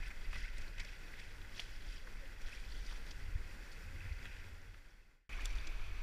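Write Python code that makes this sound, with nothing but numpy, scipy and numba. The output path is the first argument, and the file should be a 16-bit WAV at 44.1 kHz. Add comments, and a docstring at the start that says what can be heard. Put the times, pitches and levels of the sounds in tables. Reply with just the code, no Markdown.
"""Wavelets slosh and slap a kayak's hull in choppy sea, folding in air that rings as bubbles.
Spray and drips patter down over the wash of the sea. The water is heard through a waterproof
camera case on the paddler; wind rumbles and buffets on the case.
Open water fades out; a second scene cuts in, close under cliffs, with brighter splashing."""
import sys
import numpy as np
from scipy import signal
from scipy.fft import rfft, irfft, next_fast_len
from scipy.io import wavfile
from scipy.ndimage import uniform_filter1d
from numba import njit

SR = 44100
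rng = np.random.default_rng(int(sys.argv[2]) if len(sys.argv) > 2 else 0)


def transcribe(signal):
    """Save signal, clipped to [-1, 1], as a 16-bit WAV file at the path in sys.argv[1]."""
    frames = np.atleast_2d(signal).T
    limited = np.clip(frames, -1, 1)
    pcm = np.round(limited * 32767).astype(np.int16)
    wavfile.write(sys.argv[1], SR, pcm)


N = 265482

# Slosh and spray spectra: (frequency [Hz], relative density [dB])
SLOSH_OPEN_SPECTRUM = [(600, -3), (1200, -27), (1500, -2.5), (2100, -0.5), (2600, 1), (3200, -9),
                       (5000, -43)]
SLOSH_CLIFF_SPECTRUM = [(600, -32), (1200, -1), (1900, 6.5), (2350, 4.5), (2650, -5), (3200, -8),
                        (5000, -37)]
SPRAY_SPECTRUM = [(1500, -18), (3100, -2), (4500, -5), (5800, -3.5), (6600, -9.5), (8500, -9),
                  (12000, -13.5), (15500, -23)]
# Wavelets at the hull: (crest time [s], length [s], relative slosh [dB], relative spray [dB])
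HULL_WAVELETS = [(.02, 0.096, -54.5, -60), (.23, 0.12, -62, -65.5), (.385, 0.093, -54.5, -55),
                 (.45, 0.084, -55.5, -72), (.59, .1, -59, -65), (.79, .09, -56.5, -64),
                 (.89, 0.14, -60, -61.5), (1.21, 0.12, -58.5, -62), (1.59, 0.099, -64, -56),
                 (1.73, 0.13, -63, -61.5), (1.91, 0.14, -71, -61), (2.17, 0.046, -64, -72),
                 (2.5, 0.13, -58.5, -58), (2.74, 0.21, -77, -58.5), (2.9, 0.12, -62, -58),
                 (3.1, .06, -70, -60), (3.3, 0.25, -64, -84), (3.66, .12, -69, -73), (4.05, 0.14, -59, -72),
                 (4.29, 0.19, -57, -66), (5.35, 0.18, -54.5, -64.5), (5.52, 0.15, -61, -60.5),
                 (5.66, 0.085, -57, -69)]


def hull_water(spectrum, rest_db, slosh_trim_db, spray_trim_db):
    """Water laps at rest_db (slosh, spray); each wavelet adds bubbles and spray in uneven spurts."""
    slosh_level, spray_level = swells(HULL_WAVELETS, rest_db, rise=0.51, fall=0.66)
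    spurts = wander(rate_hz=55)
    slosh = bubble_cloud(per_s=2800, low_hz=908, high_hz=3650, cycles=30.7, scatter_db=2.5)
    spray = bubble_cloud(per_s=4600, low_hz=2647, high_hz=12400, cycles=18.7, scatter_db=2.5)
    slosh = colour(slosh, spectrum) * slosh_level * undb(slosh_trim_db + 0.93 * spurts)
    spray = colour(spray, SPRAY_SPECTRUM) * spray_level * undb(spray_trim_db + 1.47 * spurts)
    return slosh + spray


# Waves slapping the hull: (time [s], relative level [dB], pitch [Hz], spread [oct], time scale [s])
HULL_SPLASHES = [ (0.022, -49, 2260, .16, .012), (0.074, -54.5, 4230, 0.84, 0.0099),
                 (.103, -48.5, 1850, 0.21, 0.013), (0.328, -41.5, 1790, 0.33, 0.0048),
                 (.354, -44, 2190, 0.67, 0.0072), (.579, -52.5, 5900, 0.39, .008),
                 (0.609, -54, 4150, 0.55, 0.015), (0.782, -44, 2730, 0.54, .003),
                 (.793, -44.5, 2100, .3, .012), (.794, -45.5, 4600, 0.3, .011),
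                 (.847, -45.5, 4200, 0.45, .003), (0.926, -50, 2030, 0.28, .005),
                 (1.134, -50, 2150, 0.28, 0.0071), (1.414, -52, 3220, 0.14, .005),
                 (1.446, -53.5, 1740, 0.22, 0.0067), (1.557, -52.5, 3200, 0.36, 0.031),
                 (1.595, -33.5, 3050, 0.27, .0014), (1.598, -36.5, 3720, .3, .003),
                 (1.599, -52, 9000, .5, 0.0037), (1.606, -50, 3480, .59, 0.012),
                 (2.071, -46, 1260, .25, 0.0033), (2.252, -54, 2530, 0.31, .009),
                 (2.414, -54.5, 5130, 0.6, 0.0068), (2.481, -53, 1610, .5, 0.01),
                 (2.862, -51, 4600, 0.2, .007), (2.906, -52.5, 1160, 0.27, .022),
                 (3.107, -47, 4230, 0.29, 0.0077), (3.712, -56, 4600, 0.46, 0.018),
                 (4.253, -43, 2030, 0.48, .004), (4.359, -54.5, 2420, 0.36, .01),
                 (4.74, -48.5, 1880, 0.43, .0065), (5.319, -52, 2470, 0.15, .018),
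                 (5.368, -55, 1950, .56, .023), (5.4, -53, 4050, .65, .016),
                 (5.443, -54, 7040, 0.55, 0.015), (5.4557, -37.5, 7160, 0.595, 0.0023),
                 (5.552, -53, 4760, 0.28, 0.0058), (5.67, -43, 4260, .41, 0.0046)]


def splashes(trim_db, cycles, tail_db, tail_stretch, slap_db, rolloff_hz, count=120):
    """Each splash bursts into bubbles over a dull slap; weaker droplets fall back after it."""
    out = np.zeros(N)
    late = np.arange(count) % 3 == 0
    t = np.arange(SR // 4) / SR
    slap_band = signal.butter(1, [120, 1200], "band", fs=SR, output="sos")
    for time_s, db, pitch_hz, spread_oct, scale_s in HULL_SPLASHES:
        weakness, ring = rng.random((2, count))
        start_s = scale_s * rng.triangular(0, .5, 1.4, count) * np.where(late, tail_stretch, 1)
        detune = np.sqrt(6) * rng.triangular(-1, 0, 1, count)  # unit variance
        hz = np.minimum(pitch_hz * 2 ** (spread_oct * detune), SR / 3)
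        gain = undb(-8 * weakness + tail_db * late) * (hz / pitch_hz) ** .3
        gain /= 1 + (hz / rolloff_hz) ** 4  # the tiniest bubbles are weakest
        burst = bubbles(start_s, hz, cycles * (.5 + ring), gain, glide=0.24, samples=len(t))
        slap_noise = rng.standard_normal(len(t)) * t / scale_s * np.exp(-2 * t / scale_s)
        slap = signal.sosfilt(slap_band, slap_noise)
        splash = unit(burst) + undb(slap_db) * unit(slap)
        add(out, time_s, splash * undb(db) * np.sqrt(scale_s / t[-1]))
    return out * undb(trim_db)


# Single bubbles: (time [s], relative peak [dB], pitch [Hz], ring [cycles])
LONE_BUBBLES = [(.362, -43.5, 1980, 110), (.448, -39, 2140, 56), (1.595, -25, 2870, 22),
                (1.598, -29, 3030, 25), (1.924, -47.5, 4870, 79), (1.967, -49, 4900, 60),
                (2.531, -44, 2210, 55), (2.573, -42, 2330, 55), (2.721, -39.5, 4400, 41),
                (5.386, -39, 1140, 31), (5.395, -34.5, 1730, 31), (5.456, -29, 3420, 33),
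                (5.456, -30, 7200, 40), (5.585, -40.5, 3500, 61), (5.602, -44, 4600, 50)]


def plinks(trim_db, glide):
    """Lone bubbles ring out close to the case."""
    start_s, db, hz, cycles = np.array(LONE_BUBBLES, float).T.copy()
    return bubbles(start_s, hz, cycles, undb(db + trim_db), glide, N)


# Air pockets: (time [s], level [dB], pitch [Hz], length [s])
AIR_GULPS = [(.845, -65, 586, 0.019), (2.04, -65.5, 510, .05), (2.205, -64, 550, .055),
             (5.665, -59.5, 342, 0.027)]


def gulps():
    """Trapped air gulps hollowly, sagging in pitch."""
    return throbs(AIR_GULPS, glide=-0.057)


def drips(level_db):
    """Stray drops fall back into the sea at random and ring faintly."""
    drops = bubble_cloud(per_s=12, low_hz=1983, high_hz=6200, cycles=53, scatter_db=3.5)
    return undb(level_db) * unit(drops)


# Wind spectra: (frequency [Hz], relative density [dB])
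RUMBLE_SPECTRUM = [(5, -12), (14, 4), (26, -1.5), (36, -0.5), (50, -11), (70, -27), (140, -36.5)]
BUFFET_SPECTRUM = [(35, -25), (60, 2.5), (95, 6), (112, -8), (130, -10), (200, -25), (400, -62)]
# Gusts on the case: (peak time [s], length [s], relative rumble [dB], relative buffeting [dB])
WIND_GUSTS = [(.03, 0.11, -41, -78), (.34, 0.23, -40, -66), (.6, 0.1, -40.5, -63), (.79, 0.11, -44.5, -60),
              (1.38, 0.2, -60, -60), (1.86, 0.28, -46, -75), (2.2, 0.13, -46, -74), (2.46, 0.058, -41, -74),
              (2.84, 0.39, -43.5, -75), (3.33, 0.21, -42.5, -53.5), (3.92, 0.12, -55, -53),
              (4.1, 0.24, -52, -53.5), (4.48, 0.2, -64, -54), (4.71, .08, -60, -54), (5.56, 0.21, -40, -69),
              (5.79, 0.15, -42.5, -66), (5.89, 0.064, -53, -50.5), (5.98, .1, -44, -68)]


def wind(rest_db, rumble_trim_db, buffet_trim_db):
    """A breeze rumbles and buffets on the case at rest_db (rumble, buffeting); gusts swell both."""
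    rumble_level, buffet_level = swells(WIND_GUSTS, rest_db, rise=0.56, fall=0.52)
    rumble = undb(rumble_trim_db) * rumble_level * eddies(RUMBLE_SPECTRUM, steadiness=0.94)
    buffet = undb(buffet_trim_db) * buffet_level * eddies(BUFFET_SPECTRUM, steadiness=0.74)
    return rumble + buffet


def eddies(spectrum, steadiness):
    """Turbulent pressure; steadiness (0 to 1) evens its strength over a few swings."""
    pressure = colour(rng.standard_normal(N), spectrum)
    power = uniform_filter1d(pressure ** 2, SR // 10) + 1e-6
    return unit(pressure / power ** (steadiness / 2))


# Eddies hitting the case: (time [s], level [dB], pitch [Hz], length [s])
EDDY_THUMPS = [(3.350, -32.5, 64.7, .016), (4.045, -42, 83, 0.023), (4.107, -38.5, 63.7, 0.027)]


def thumps():
    """Single eddies thump the case, rising in pitch."""
    return throbs(EDDY_THUMPS, glide=0.2)


# Far sea spectra: (frequency [Hz], relative density [dB])
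WASH_OPEN_SPECTRUM = [(70, -44), (130, -3.5), (250, -6.5), (570, -9.5), (660, -15.5), (800, -12),
                      (1260, -14.5), (1400, -9.5), (1700, -11), (2500, -18), (4000, -22), (6000, -24.5),
                      (8000, -27.5), (12000, -31), (15500, -34.5)]
WASH_CLIFF_SPECTRUM = [(70, -15), (150, -6.5), (330, -6), (620, -10.5), (1200, -8.5), (1550, -6),
                       (2000, -14), (2400, -11), (2900, -12.5), (4200, -18.5), (8000, -31), (12000, -31),
                       (15500, -32)]


def wash(spectrum, level_db, flicker_db):
    """Countless far wavelets merge into a softly wavering hiss."""
    hiss = colour(rng.standard_normal(N), spectrum)
    return hiss * undb(level_db + flicker_db * wander(rate_hz=22.37))


# Case resonances per scene: (frequency [Hz], width [Hz], lift [dB])
CASE_OPEN_MODES = [(1475, 280, 3), (2030, 386, 6.5), (2552, 190, 5.5), (3370, 106, 5), (4710, 590, 5.5),
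                   (5620, 330, 4), (7140, 400, 4), (9670, 710, 1.5), (14070, 240, 11)]
CASE_CLIFF_MODES = [(2287, 410, 8.2), (2540, 170, 7.8), (3470, 200, 2.8), (4600, 310, 4.5),
                    (5950, 730, 4.2), (7200, 560, 4), (9700, 360, 4.1), (14100, 360, 3)]


def case(x, modes):
    """The walls and air of the case ring briefly at their resonances."""
    size = next_fast_len(N + SR // 10)
    f = np.fft.rfftfreq(size, 1 / SR)
    lift = sum(db / (1 + 2j * (f - hz) / width_hz) for hz, width_hz, db in modes)
    return irfft(rfft(x, size) * undb(lift), size)[:N]


@njit
def bubbles(start_s, hz, cycles, gain, glide, samples):
    """Each bubble swells in about a cycle, rings down 50 dB and rises in pitch as it nears the surface."""
    out = np.zeros(samples)
    for k in range(len(start_s)):
        first, life = int(start_s[k] * SR), cycles[k] * SR / hz[k]
        phase, level, decay = 0., gain[k], np.exp(-5.75 / life)
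        for i in range(min(int(life) + 1, samples - first)):
            phase += 2 * np.pi * hz[k] / SR * (1 + glide * i / life)
            out[first + i] += level * min(phase / 7, 1.) * np.sin(phase)
            level *= decay
    return out


def bubble_cloud(per_s, low_hz, high_hz, cycles, scatter_db):
    """A steady rain of bubbles: many faint, a few loud."""
    when, pitch, rarity, ring = rng.random((40000, 4))[:int(per_s * N / SR)].T
    hz = low_hz * (high_hz / low_hz) ** pitch
    gain = undb(-scatter_db * np.log(np.maximum(rarity, .004)))
    return bubbles(when * N / SR, hz, cycles * (.5 + ring), gain, glide=0.4, samples=N)


def throbs(table, glide):
    """Short swings of air pressure that swell, slide in pitch and die."""
    out = np.zeros(N)
    for time_s, db, hz, length_s in table:
        t = np.arange(int(2 * length_s * SR)) / SR - length_s
        swing = np.sin(2 * np.pi * hz * t * (1 + glide * t / length_s))
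        envelope = np.sqrt(2) * undb(db) * np.exp(-(2 * t / length_s) ** 2)
        add(out, time_s - length_s / 2, envelope * swing)
    return out


def swells(table, rest_db, rise, fall):
    """Two envelopes over resting levels; rise and fall are shares of each row's length."""
    t = np.arange(N) / SR
    power = undb(rest_db)[:, None] ** 2 * np.ones(N)
    for peak_s, length_s, *db in table:
        width_s = length_s * np.where(t < peak_s, rise, fall)
        power += undb(db)[:, None] ** 2 * np.exp(-((t - peak_s) / width_s) ** 2)
    return np.sqrt(power)


def colour(x, spectrum):
    """Filter by (Hz, dB) points, falling 12 dB/oct beyond the ends; rms 1."""
    hz, db = np.transpose(spectrum)
    size = next_fast_len(N)
    f = np.maximum(np.fft.rfftfreq(size, 1 / SR), 1)
    skirts = np.minimum(f / hz[0], 1) ** 2 * np.minimum(hz[-1] / f, 1) ** 2
    gain = skirts * undb(np.interp(np.log(f), np.log(hz), db))
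    return unit(irfft(rfft(x, size) * gain, size)[:N])


def wander(rate_hz):
    """Random drift at rms 1."""
    knots = rng.standard_normal(2048)
    return unit(np.interp(np.arange(N) / SR * rate_hz, np.arange(len(knots)), knots))


def add(out, time_s, x):
    """Mix x in at time_s."""
    first = max(int(time_s * SR), 0)
    out[first:first + len(x)] += x[:N - first]


def undb(db):
    """Decibels to gain."""
    return 10 ** (np.asarray(db) / 20)


def unit(x):
    """Scale to rms 1."""
    return x / np.sqrt(np.mean(x ** 2) + 1e-20)


def scene():
    """Open water fades out, then the water under the cliffs cuts in."""
    near = splashes(trim_db=-7.5, cycles=13, tail_db=-5, tail_stretch=2.1, slap_db=-7.5, rolloff_hz=14000)
    near += plinks(trim_db=-6.5, glide=0.078) + drips(level_db=-79.5) + gulps()
    open_water = wash(WASH_OPEN_SPECTRUM, level_db=-62, flicker_db=1.0)
    open_water += hull_water(SLOSH_OPEN_SPECTRUM, (-64, -68.5), slosh_trim_db=-5.5, spray_trim_db=-5.5)
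    cliff_water = wash(WASH_CLIFF_SPECTRUM, level_db=-59.3, flicker_db=0.94)
    cliff_water += hull_water(SLOSH_CLIFF_SPECTRUM, (-61, -66), slosh_trim_db=-6.5, spray_trim_db=-4)
    open_sea = case(open_water + near, CASE_OPEN_MODES) + thumps()
    open_sea += wind(rest_db=(-50, -65), rumble_trim_db=1, buffet_trim_db=1)
    cliffs = case(cliff_water + near, CASE_CLIFF_MODES)
    cliffs += wind(rest_db=(-44.5, -62), rumble_trim_db=2, buffet_trim_db=0)
    t = np.arange(N) / SR
    fade_start_s, fade_length_s, cut_s = 4.337, 0.96, 5.292
    fade = np.clip(1 - (t - fade_start_s) / fade_length_s, 0, 1) ** 1.076
    cut = np.clip((t - cut_s) / .002, 0, 1)
    return (open_sea * fade * (1 - cut) + cliffs * cut)[None]


def record(dry):
    """The camera cuts the treble above 15.4 kHz."""
    return signal.sosfilt(signal.ellip(12, .2, 70, 15400, fs=SR, output="sos"), dry)


dry = scene()
out = record(dry)
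transcribe(out)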